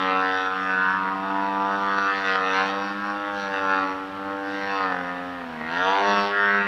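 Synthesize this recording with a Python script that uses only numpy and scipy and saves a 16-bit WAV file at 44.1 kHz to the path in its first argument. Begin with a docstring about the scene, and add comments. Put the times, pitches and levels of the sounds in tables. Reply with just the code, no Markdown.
"""A sharp rasping buzz comes first: the petrol two-stroke of a large model aeroplane, high over a runway.
Each turn of the crank fires one exhaust pop, and the propeller hums at twice that rate.
As the plane turns, the pops swing between a bright crack and a hollow, sliding honk.
At a small cased camera each pop arrives from the sky and again, some 4 ms later, off the tarmac.
The fields behind return a faint dull tail, over still air and hiss."""
import sys
import numpy as np
from scipy import signal
from scipy.fft import rfft, irfft, next_fast_len
from scipy.io import wavfile
from scipy.ndimage import uniform_filter1d, map_coordinates

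SR = 44100
rng = np.random.default_rng(int(sys.argv[2]) if len(sys.argv) > 2 else 0)


def int16_out(signal):
    """Quantize to a 16-bit WAV file."""
    q = np.round(np.clip(np.atleast_2d(signal).T, -1, 1) * 32767)
    wavfile.write(sys.argv[1], SR, q.astype(np.int16))


N = 294147
TIME = np.arange(N) / SR   # s


# engine speed as heard on the ground: [t/s, firing rate f/Hz]
SPEED = [(0.0, 94.8), (0.05, 94.1), (0.5, 93.9), (0.6, 94.6), (0.8, 93.8), (1.0, 95.1), (1.05, 94.4),
         (1.1, 96.1), (1.2, 95.9), (1.25, 97.3), (1.76, 98.9), (2.16, 97.8), (2.36, 94.8), (2.51, 94.8),
         (2.76, 98.7), (3.06, 101.5), (3.16, 101.4), (3.21, 102.0), (3.26, 100.7), (3.31, 101.5),
         (3.46, 98.5), (3.56, 97.3), (3.91, 94.6), (4.36, 98.8), (4.46, 98.1), (4.51, 98.6), (4.71, 98.5),
         (4.81, 96.6), (4.96, 90.0), (5.02, 88.6), (5.22, 89.5), (5.32, 89.5), (5.37, 88.4), (5.57, 78.2),
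         (5.62, 78.2), (5.72, 83.2), (5.77, 88.5), (5.92, 97.7), (6.02, 100.3), (6.12, 101.4),
         (6.22, 100.9), (6.37, 101.3), (6.57, 100.8), (6.67, 99.7)]
# spells of ragged or clean burning: [t/s, half-width/s, added roughness (0-1 scale)]
SPELLS = [(1.08, .2, .35), (5.9, .16, .25), (6.45, .22, -.2)]
INERTIA_S = 0.1   # the propeller's mass rounds off every change of speed
# burning is uneven (0-1), and more so as the throttle closes and the engine slows below its clean range
ROUGH_OPEN, CLEAN_ABOVE_HZ, ROUGH_PER_HZ = 0.5, 82, 0.028


def engine():
    """Crank turns so far, the running sum of the speed, and the roughness of the burning."""
    speed_hz = uniform_filter1d(in_time(SPEED)[0], int(INERTIA_S * SR), mode="nearest")
    rough = ROUGH_OPEN + ROUGH_PER_HZ * np.maximum(CLEAN_ABOVE_HZ - speed_hz, 0)
    for s, width_s, added in SPELLS:
        rough = rough + added * bell(s, width_s)
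    turns = np.cumsum(speed_hz) / SR + 0.9   # the first pop comes a tenth of a turn in
    return turns, rough


# single hard firings of a rich charge: [t/s, pop level above the usual/dB]
BANGS = [(1.984, 5), (2.352, 4), (4.917, 6), (4.939, 5), (4.962, 5), (4.984, 4.5), (5.007, 3.5), (5.411, 6),
         (5.433, 5), (5.607, 6)]


def firings(turns, rough, jitter_s=0.00006, uneven_db=0.5, skip_db=0.5):
    """One impulse a turn, a little early or late, strong or weak, as the burning is rough."""
    count = np.arange(1, int(turns[-1]) + 1)
    when = np.interp(count, turns, TIME)
    unsteady = np.interp(when, TIME, rough)
    late, strong = rng.standard_normal((len(count), 2)).T
    at = np.clip((when + jitter_s * unsteady * late) * SR, 0, N - 2)
    # a badly scavenged cylinder fires strongly only every other turn
    every_other = (-1) ** count
    strength_db = unsteady * (uneven_db * strong + skip_db * unsteady * every_other)
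    for s, extra_db in BANGS:
        strength_db[np.argmin(abs(when - s))] = extra_db
    strength = from_db(strength_db)
    # each impulse is shared between the two nearest samples
    sample, part = at.astype(int), at % 1
    pops = np.zeros(N)
    pops[sample] += strength * (1 - part)
    pops[sample + 1] += strength * part
    return pops


# one pop through silencer and camera case, shape only: [f/Hz, level/dB]
POP = [(300, -18), (390, -4.5), (480, 0.5), (700, 2.5), (900, 15), (1400, 17.5), (1850, 11.5), (2250, -8),
       (3100, -13.5), (4200, -21), (5200, -36.5), (6500, -46), (11000, -59)]
GAS_SHARE, GAS_DECAY_TURNS = 0.39, 0.11   # gas share is scaled by the roughness plus a half


def exhaust(turns, rough, gas_hz=2200):
    """Each pop is followed by a puff of turbulent gas, and both pass through the silencer."""
    pops = firings(turns, rough)
    puffs = rng.standard_normal(N) * np.exp(-(turns % 1) / GAS_DECAY_TURNS)
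    puffs = signal.sosfilt(signal.butter(1, gas_hz, "high", fs=SR, output="sos"), puffs)
    gas = GAS_SHARE * (0.5 + rough) * rms_one(puffs)
    return colour(silencer(gas + rms_one(pops)), POP)


# the silencer's ringing modes: [f/Hz, width/Hz, lift level/dB]
RINGS = [(2638, 170, 10), (3620, 96, 8), (4660, 150, 7.5), (5640, 210, 20.5)]
RING_WANDER = 0.02   # the modes heard shift as the plane turns (spread, share of their pitch)


def silencer(x):
    """The higher modes ring on after each pop, at slowly wandering pitches."""
    for hz, width_hz, lift_db in RINGS:
        wandering_hz = hz * (1 + RING_WANDER * drift(3.06))
        x = x + (from_db(lift_db) - 1) * sliding(x, wandering_hz, width_hz)
    return x


# the camera case favours sound from below, bounce against direct: [f/Hz, level/dB]
BOUNCE = [(300, 7), (700, -1.5), (1100, 3), (1600, 6.5), (2800, 4.5), (4200, 2), (5600, -1.5), (9000, -1.5)]
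# the lowest register, the drone: [t/s, level/dB]
DRONE = [(0.0, -38), (0.03, -30), (0.18, -29.5), (0.61, -39), (0.69, -34), (0.97, -47.5), (1.06, -37.5),
         (1.24, -39.5), (1.61, -35), (2.21, -35), (2.34, -29.5), (2.6, -29), (2.84, -34.5), (3.01, -46),
         (3.08, -37.5), (3.7, -30), (3.77, -34), (3.96, -35.5), (4.1, -42.5), (4.31, -34), (4.55, -36.5),
         (4.81, -30), (5.18, -39), (5.26, -37.5), (5.54, -42), (5.72, -37.5), (5.87, -25), (5.93, -27.5),
         (6.08, -26), (6.37, -35.5), (6.48, -32.5), (6.67, -38.5)]


def crack(pops, lobe_boost=1.0, rasp_boost=0.32, lobe_width_hz=230, rasp_width_hz=380):
    """The sharp, broad pops heard as the exhaust swings toward the ground, over its low drone."""
    gains, (lobe_hz, rasp_hz) = beam()
    lobe = sliding(pops, lobe_hz, lobe_width_hz)
    rasp = sliding(pops, rasp_hz, rasp_width_hz)
    pops = pops + lobe_boost * lobe + rasp_boost * rasp
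    drone_gain = from_db(in_time(DRONE)[0])
    return beamed(with_bounce(pops, colour(pops, BOUNCE)), [drone_gain, *gains])


# the exhaust swings toward the ground and away: [t/s, half-width/s, level/dB, brightness/dB per octave,
# strongest pitch f/Hz, rasp pitch f/Hz, rasp lift level/dB]
SWINGS = [(0.03, 0.12, -28, -4.5, 1280, 3730, 11.5), (0.17, 0.13, -30.5, -11.5, 1260, 2720, 16.5),
          (0.35, 0.12, -40.5, 4, 1670, 3820, 8), (0.761, 0.23, -39.5, 2, 1560, 2480, 8),
          (1.499, 0.31, -38.5, 0, 723, 2620, 1.5), (2.08, 0.23, -32.5, 1.5, 1410, 4200, 1.5),
          (2.302, 0.054, -29, 2, 1890, 2600, 2), (2.41, 0.058, -26, -6, 1200, 4260, 5),
          (2.56, 0.082, -23.5, -1, 1280, 2730, 4), (2.68, 0.024, -37, 6, 1200, 3600, 4.5),
          (2.82, 0.1, -33, 1.5, 1130, 4620, -1), (3.081, 0.087, -32.5, 0.5, 1180, 3560, -11.5),
          (3.25, 0.079, -36, -2.5, 1370, 3470, 5.5), (3.42, 0.053, -40.5, 1.5, 1380, 4700, 9.5),
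          (3.53, 0.063, -36, 0.5, 1930, 2780, 3), (3.73, 0.12, -24, -2.5, 1290, 3370, -5),
          (4.31, 0.04, -33.5, -5.5, 1390, 2700, -19), (4.66, 0.13, -37, 3, 1960, 2700, -2),
          (4.82, 0.072, -26.5, -6.5, 1280, 5160, 12), (5.0, 0.18, -34.5, -3, 1770, 2700, -6),
          (5.78, 0.067, -29, -2.5, 1990, 4100, 4.5), (5.91, 0.085, -26, -0.5, 960, 3280, 6.5),
          (6.13, 0.11, -21, -1, 700, 2860, -2.5), (6.22, 0.044, -31, 2, 880, 5440, 6.5),
          (6.42, 0.09, -30.5, -3.5, 1820, 3100, 9), (6.599, 0.2, -28.5, -2.5, 1950, 2280, 8)]
# registers above the drone, with the exhaust turned away: [level/dB]
AWAY_DB = [-44.5, -43, -63, -65.5, -66.5]
# the same registers facing the ground, relative to the swing: [level/dB]
FACING_DB = [-8, -8, -11, -15.5, -20]
LOBE_DB, LOBE_OCTAVES = 8.5, 0.42   # lift and half-width of the beam around its strongest pitch
RASP_OCTAVES = 0.45   # half-width of a swing's rasp


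def beam(pivot_hz=1250):
    """The swings add in power: the gain of each register above the drone, and the two favoured pitches."""
    edges = np.array(REGISTER_EDGES_HZ[1:])
    centres = np.sqrt(edges[:-1] * edges[1:])
    power = from_db(AWAY_DB)[:, None] ** 2
    weight, pitches = 1e-30, pivot_hz * 1e-30
    for s, width_s, level_db, brightness_db, lobe_hz, rasp_hz, rasp_db in SWINGS:
        lobe_lift_db = LOBE_DB * np.exp(-(np.log2(centres / lobe_hz) / LOBE_OCTAVES) ** 2)
        rasp_lift_db = rasp_db * np.exp(-(np.log2(centres / rasp_hz) / RASP_OCTAVES) ** 2)
        tilt_db = brightness_db * np.log2(centres / pivot_hz)
        register_db = level_db + np.array(FACING_DB) + tilt_db + lobe_lift_db + rasp_lift_db
        facing = bell(s, width_s)
        power = power + np.outer(from_db(register_db) ** 2, facing)
        # the strongest swing of the moment sets the pitches
        share = facing * from_db(level_db) ** 2
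        weight = weight + share
        pitches = pitches + np.outer([lobe_hz, rasp_hz], share)
    return np.sqrt(power), pitches / weight


# edges between the registers of the exhaust note, drone to sizzle: [f/Hz]
REGISTER_EDGES_HZ = [420, 750, 1250, 2100, 3100, 4400, 6300]
# spread of each register's flutter in the moving air: [level/dB]
FLUTTER_DB = [.5, .8, 1.0, 1.3, 1.3, 1.3]


def beamed(x, gains, flutter_rate=14):
    """Each register swells and fades as the plane turns, and flutters a little in the moving air."""
    tops = [above(x, hz) for hz in REGISTER_EDGES_HZ[:-1]] + [0]
    out = 0
    for k, gain in enumerate(gains):
        register = held(tops[k] - tops[k + 1])
        out = out + register * gain * from_db(FLUTTER_DB[k] * drift(flutter_rate))
    return out


# hollow resonance between the swings, sliding as the plane turns: [t/s, centre f/Hz, level before trim/dB]
HONK = [(0, 1420, -39), (.28, 1720, -26), (.48, 1360, -25), (.62, 1390, -27), (.75, 1400, -23),
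        (.87, 1160, -19.5), (1.18, 970, -31.5), (1.35, 820, -25), (1.7, 795, -23), (1.9, 1150, -23.5),
        (2.1, 1390, -24), (2.2, 1700, -37), (2.31, 1870, -25), (2.42, 1700, -46), (3.05, 1250, -39),
        (3.22, 1420, -39.5), (3.45, 1500, -32), (3.7, 1450, -68), (4.2, 1360, -43), (4.32, 1290, -43),
        (4.65, 1850, -40.5), (4.9, 1900, -32), (5.5, 2240, -58), (5.66, 2010, -32), (5.8, 1700, -28),
        (5.95, 1490, -39), (6.25, 1610, -45), (6.37, 1640, -25.5), (6.49, 1470, -20.5), (6.6, 1440, -24),
        (6.67, 1510, -44)]
HONK_WIDTH_HZ = 620   # of each of the two resonances in series
HONK_LEAK = 0.14   # share of the pop that fills the skirts of the resonance
HONK_BOUNCE_DB = -1.5   # bounce off the tarmac, against direct


def honk(pops, trim_db=-2.0):
    """The hollow side of the exhaust: the pops ringing in one narrow sliding band."""
    centre_hz, level_db = in_time(HONK)
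    once = sliding(pops, centre_hz, HONK_WIDTH_HZ)
    ringing = sliding(once + HONK_LEAK * pops, centre_hz, HONK_WIDTH_HZ)
    both_paths = with_bounce(ringing, from_db(HONK_BOUNCE_DB) * ringing)
    return from_db(level_db + trim_db) * held(both_paths)


# propeller tone heard side-on: [t/s, level/dB]
PROPELLER = [(0, -39.5), (1.0, -40), (1.9, -38.5), (2.45, -44), (2.9, -38), (4.4, -41), (5.7, -44.5),
             (6.15, -30.5), (6.67, -33.5)]
# the propeller is nearly silent along its axis, which sweeps past the listener:
# [t/s, half-width/s, depth level/dB]
AXIS_PASSES = [(.39, 0.27, -32), (2.1, 0.079, -21), (3.25, 0.14, -14), (3.59, 0.1, -19), (4.0, 0.3, -13.5),
               (4.43, 0.14, -15), (4.78, 0.074, -18), (5.44, 0.33, -9.5), (5.97, 0.13, -23),
               (6.361, 0.2, -17.5)]
# third engine order: [t/s, level/dB]
THIRD_ORDER = [(0.0, -35), (0.26, -35.5), (0.52, -43.5), (0.65, -38.5), (0.93, -43), (1.36, -34.5),
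               (2.4, -42), (2.47, -38), (3.32, -38.5), (3.4, -45.5), (3.81, -33), (4.12, -39.5),
               (4.55, -33.5), (4.68, -44), (4.77, -37.5), (6.17, -39), (6.46, -52), (6.67, -48)]
# fourth engine order, the propeller's overtone: [t/s, level/dB]
FOURTH_ORDER = [(0.0, -47), (0.07, -55), (0.41, -50), (0.55, -56), (2.08, -43.5), (2.17, -47.5),
                (3.29, -59), (3.73, -44.5), (4.61, -61), (4.66, -51), (5.33, -65), (5.74, -43.5),
                (5.79, -54.5), (6.04, -34), (6.6, -35), (6.67, -41)]
CRANK_DB = -57   # peak of the steady crank tone
CRANK_WAVER = 0.49   # unsteadiness of the crank tone (spread, share of its level)


def hum(turns, rough, waver=0.33):
    """Low engine orders, sines locked to the crank: crank, two-blade propeller, third order, overtone."""
    propeller = from_db(in_time(PROPELLER)[0])
    for s, width_s, depth_db in AXIS_PASSES:
        lost_power = 1 - from_db(depth_db) ** 2
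        propeller = propeller * np.sqrt(1 - lost_power * bell(s, width_s))
    third = from_db(in_time(THIRD_ORDER)[0])
    overtone = from_db(in_time(FOURTH_ORDER)[0])
    out = from_db(CRANK_DB) * np.sin(2 * np.pi * turns) * (1 + CRANK_WAVER * drift(25))
    for multiple, gain in enumerate((propeller, third, overtone), 2):
        tone = -np.sqrt(2) * np.sin(2 * np.pi * multiple * turns)
        out = out + gain * tone * (1 + waver * rough * drift(60))
    return out


# lag of the bounce off the tarmac, longer as the plane climbs: [t/s, lag/ms]
BOUNCE_LAG = [(0, 3.82), (.5, 3.93), (.75, 4.07), (1.15, 4.11), (1.45, 4.25), (1.9, 4.26), (2.17, 4.04),
              (2.38, 4.0), (2.8, 3.77), (3.25, 3.62), (3.8, 3.63), (4.4, 3.71), (4.65, 3.88), (5.25, 4.01),
              (5.7, 4.3), (5.95, 4.28), (6.2, 4.44), (6.67, 4.44)]


def with_bounce(x, mirrored):
    """The direct sound plus its mirror image in the tarmac, each through its own air."""
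    late = np.arange(N) - in_time(BOUNCE_LAG)[0] * SR / 1000
    return through_air(x) + through_air(map_coordinates(mirrored, [late], order=3))


def through_air(x, share=0.91, eddy_hz=1900, spread_s=0.0016, rate=11, count=5):
    """Eddies bend the treble along slightly longer paths, so notches wander through the buzz."""
    treble = signal.sosfilt(signal.butter(2, eddy_hz, "high", fs=SR, output="sos"), x)
    lags = (np.arange(count) + rng.random(count)) / count * spread_s * SR
    detours = sum(drift(rate) * np.pad(treble, (int(lag), 0))[:N] for lag in lags)
    return x + share * detours


FIELD_T60_S, FIELD_DB = 1, -9   # decay to -60 dB; tail level before its treble is dulled


def fields(x, dull_hz=1900, build_s=0.0091):
    """Scrub, fences and trees scatter a thin dull tail: decaying noise convolved with the buzz."""
    age = TIME[:SR]
    tail = rng.standard_normal(SR) * from_db(-60 * age / FIELD_T60_S) * (1 - np.exp(-age / build_s))
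    wet = signal.fftconvolve(x, tail / np.linalg.norm(tail))[:N]
    dull = signal.sosfilt(signal.butter(1, dull_hz, fs=SR, output="sos"), wet)
    return from_db(FIELD_DB) * dull


# still air and hiss, shape only: [f/Hz, level per Hz/dB]
AIR = [(20, -13.5), (60, -9), (130, -11.5), (350, -8.5), (1000, -3), (3000, -9.5), (7000, -35),
       (15000, -40.5)]


def still_air(level_db=-42.5):
    """Steady noise coloured like quiet open air and hiss, at a set overall level."""
    return from_db(level_db) * rms_one(colour(rng.standard_normal(N), AIR))


def from_db(db):
    """Decibels to gain."""
    return 10 ** (np.asarray(db) / 20)


def rms_one(x):
    """Scale to unit power."""
    return x / np.sqrt(np.mean(x ** 2) + 1e-20)


def in_time(rows):
    """Each column of a curve at every sample."""
    s, *columns = np.transpose(rows)
    return [np.interp(TIME, s, c) for c in columns]


def bell(s, width_s):
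    """A smooth rise to 1 at time s and a like fall."""
    return np.exp(-((TIME - s) / width_s) ** 2)


def drift(rate):
    """Slow chance with spread 1, from rate random points a second joined smoothly."""
    coarse = TIME[::64]
    slow = map_coordinates(rng.standard_normal(size=2800), [coarse * rate], order=3, mode="wrap")
    return np.interp(TIME, coarse, rms_one(slow))


def colour(x, points):
    """Causal (minimum-phase) filter with the given spectrum."""
    size = next_fast_len(N + SR // 4, True) // 2 * 2
    hz, db = np.transpose(points)
    grid = np.maximum(np.fft.rfftfreq(size, 1 / SR), 1)
    gain = from_db(np.interp(np.log(grid), np.log(hz), db))
    # folding the cepstrum onto positive times makes the filter causal
    cepstrum = irfft(np.log(gain))
    cepstrum[1:size // 2] *= 2
    cepstrum[size // 2 + 1:] = 0
    return irfft(rfft(x, size) * np.exp(rfft(cepstrum)))[:N]


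def sliding(x, centre_hz, width_hz):
    """A resonance whose centre slides: shift it down to 0 Hz, smooth, shift back."""
    spin = np.exp(2j * np.pi * np.cumsum(centre_hz) / SR)
    r = np.exp(-np.pi * width_hz / SR)
    return 2 * np.real(spin * signal.lfilter([1 - r], [1, -r], x / spin))


def above(x, hz):
    """The part of x above hz, in step with x."""
    return signal.sosfiltfilt(signal.butter(6, hz, "high", fs=SR, output="sos"), x)


def held(x, size=3600):
    """x with its slow level evened to 1, over windows of size samples."""
    power = uniform_filter1d(uniform_filter1d(x ** 2, size), size // 2)
    return x / np.sqrt(power + 1e-14)


def scene():
    """The plane overhead, its scatter off the fields and the quiet air."""
    turns, rough = engine()
    pops = exhaust(turns, rough)
    buzz = crack(pops) + honk(pops)
    return (buzz + hum(turns, rough) + fields(buzz) + still_air())[None]


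def record(dry, cutoff_hz=15500):
    """A steep low-pass cuts the top of the spectrum."""
    return signal.sosfilt(signal.ellip(10, 0.1, 90, cutoff_hz, fs=SR, output="sos"), dry)


dry = scene()
out = record(dry)
int16_out(out)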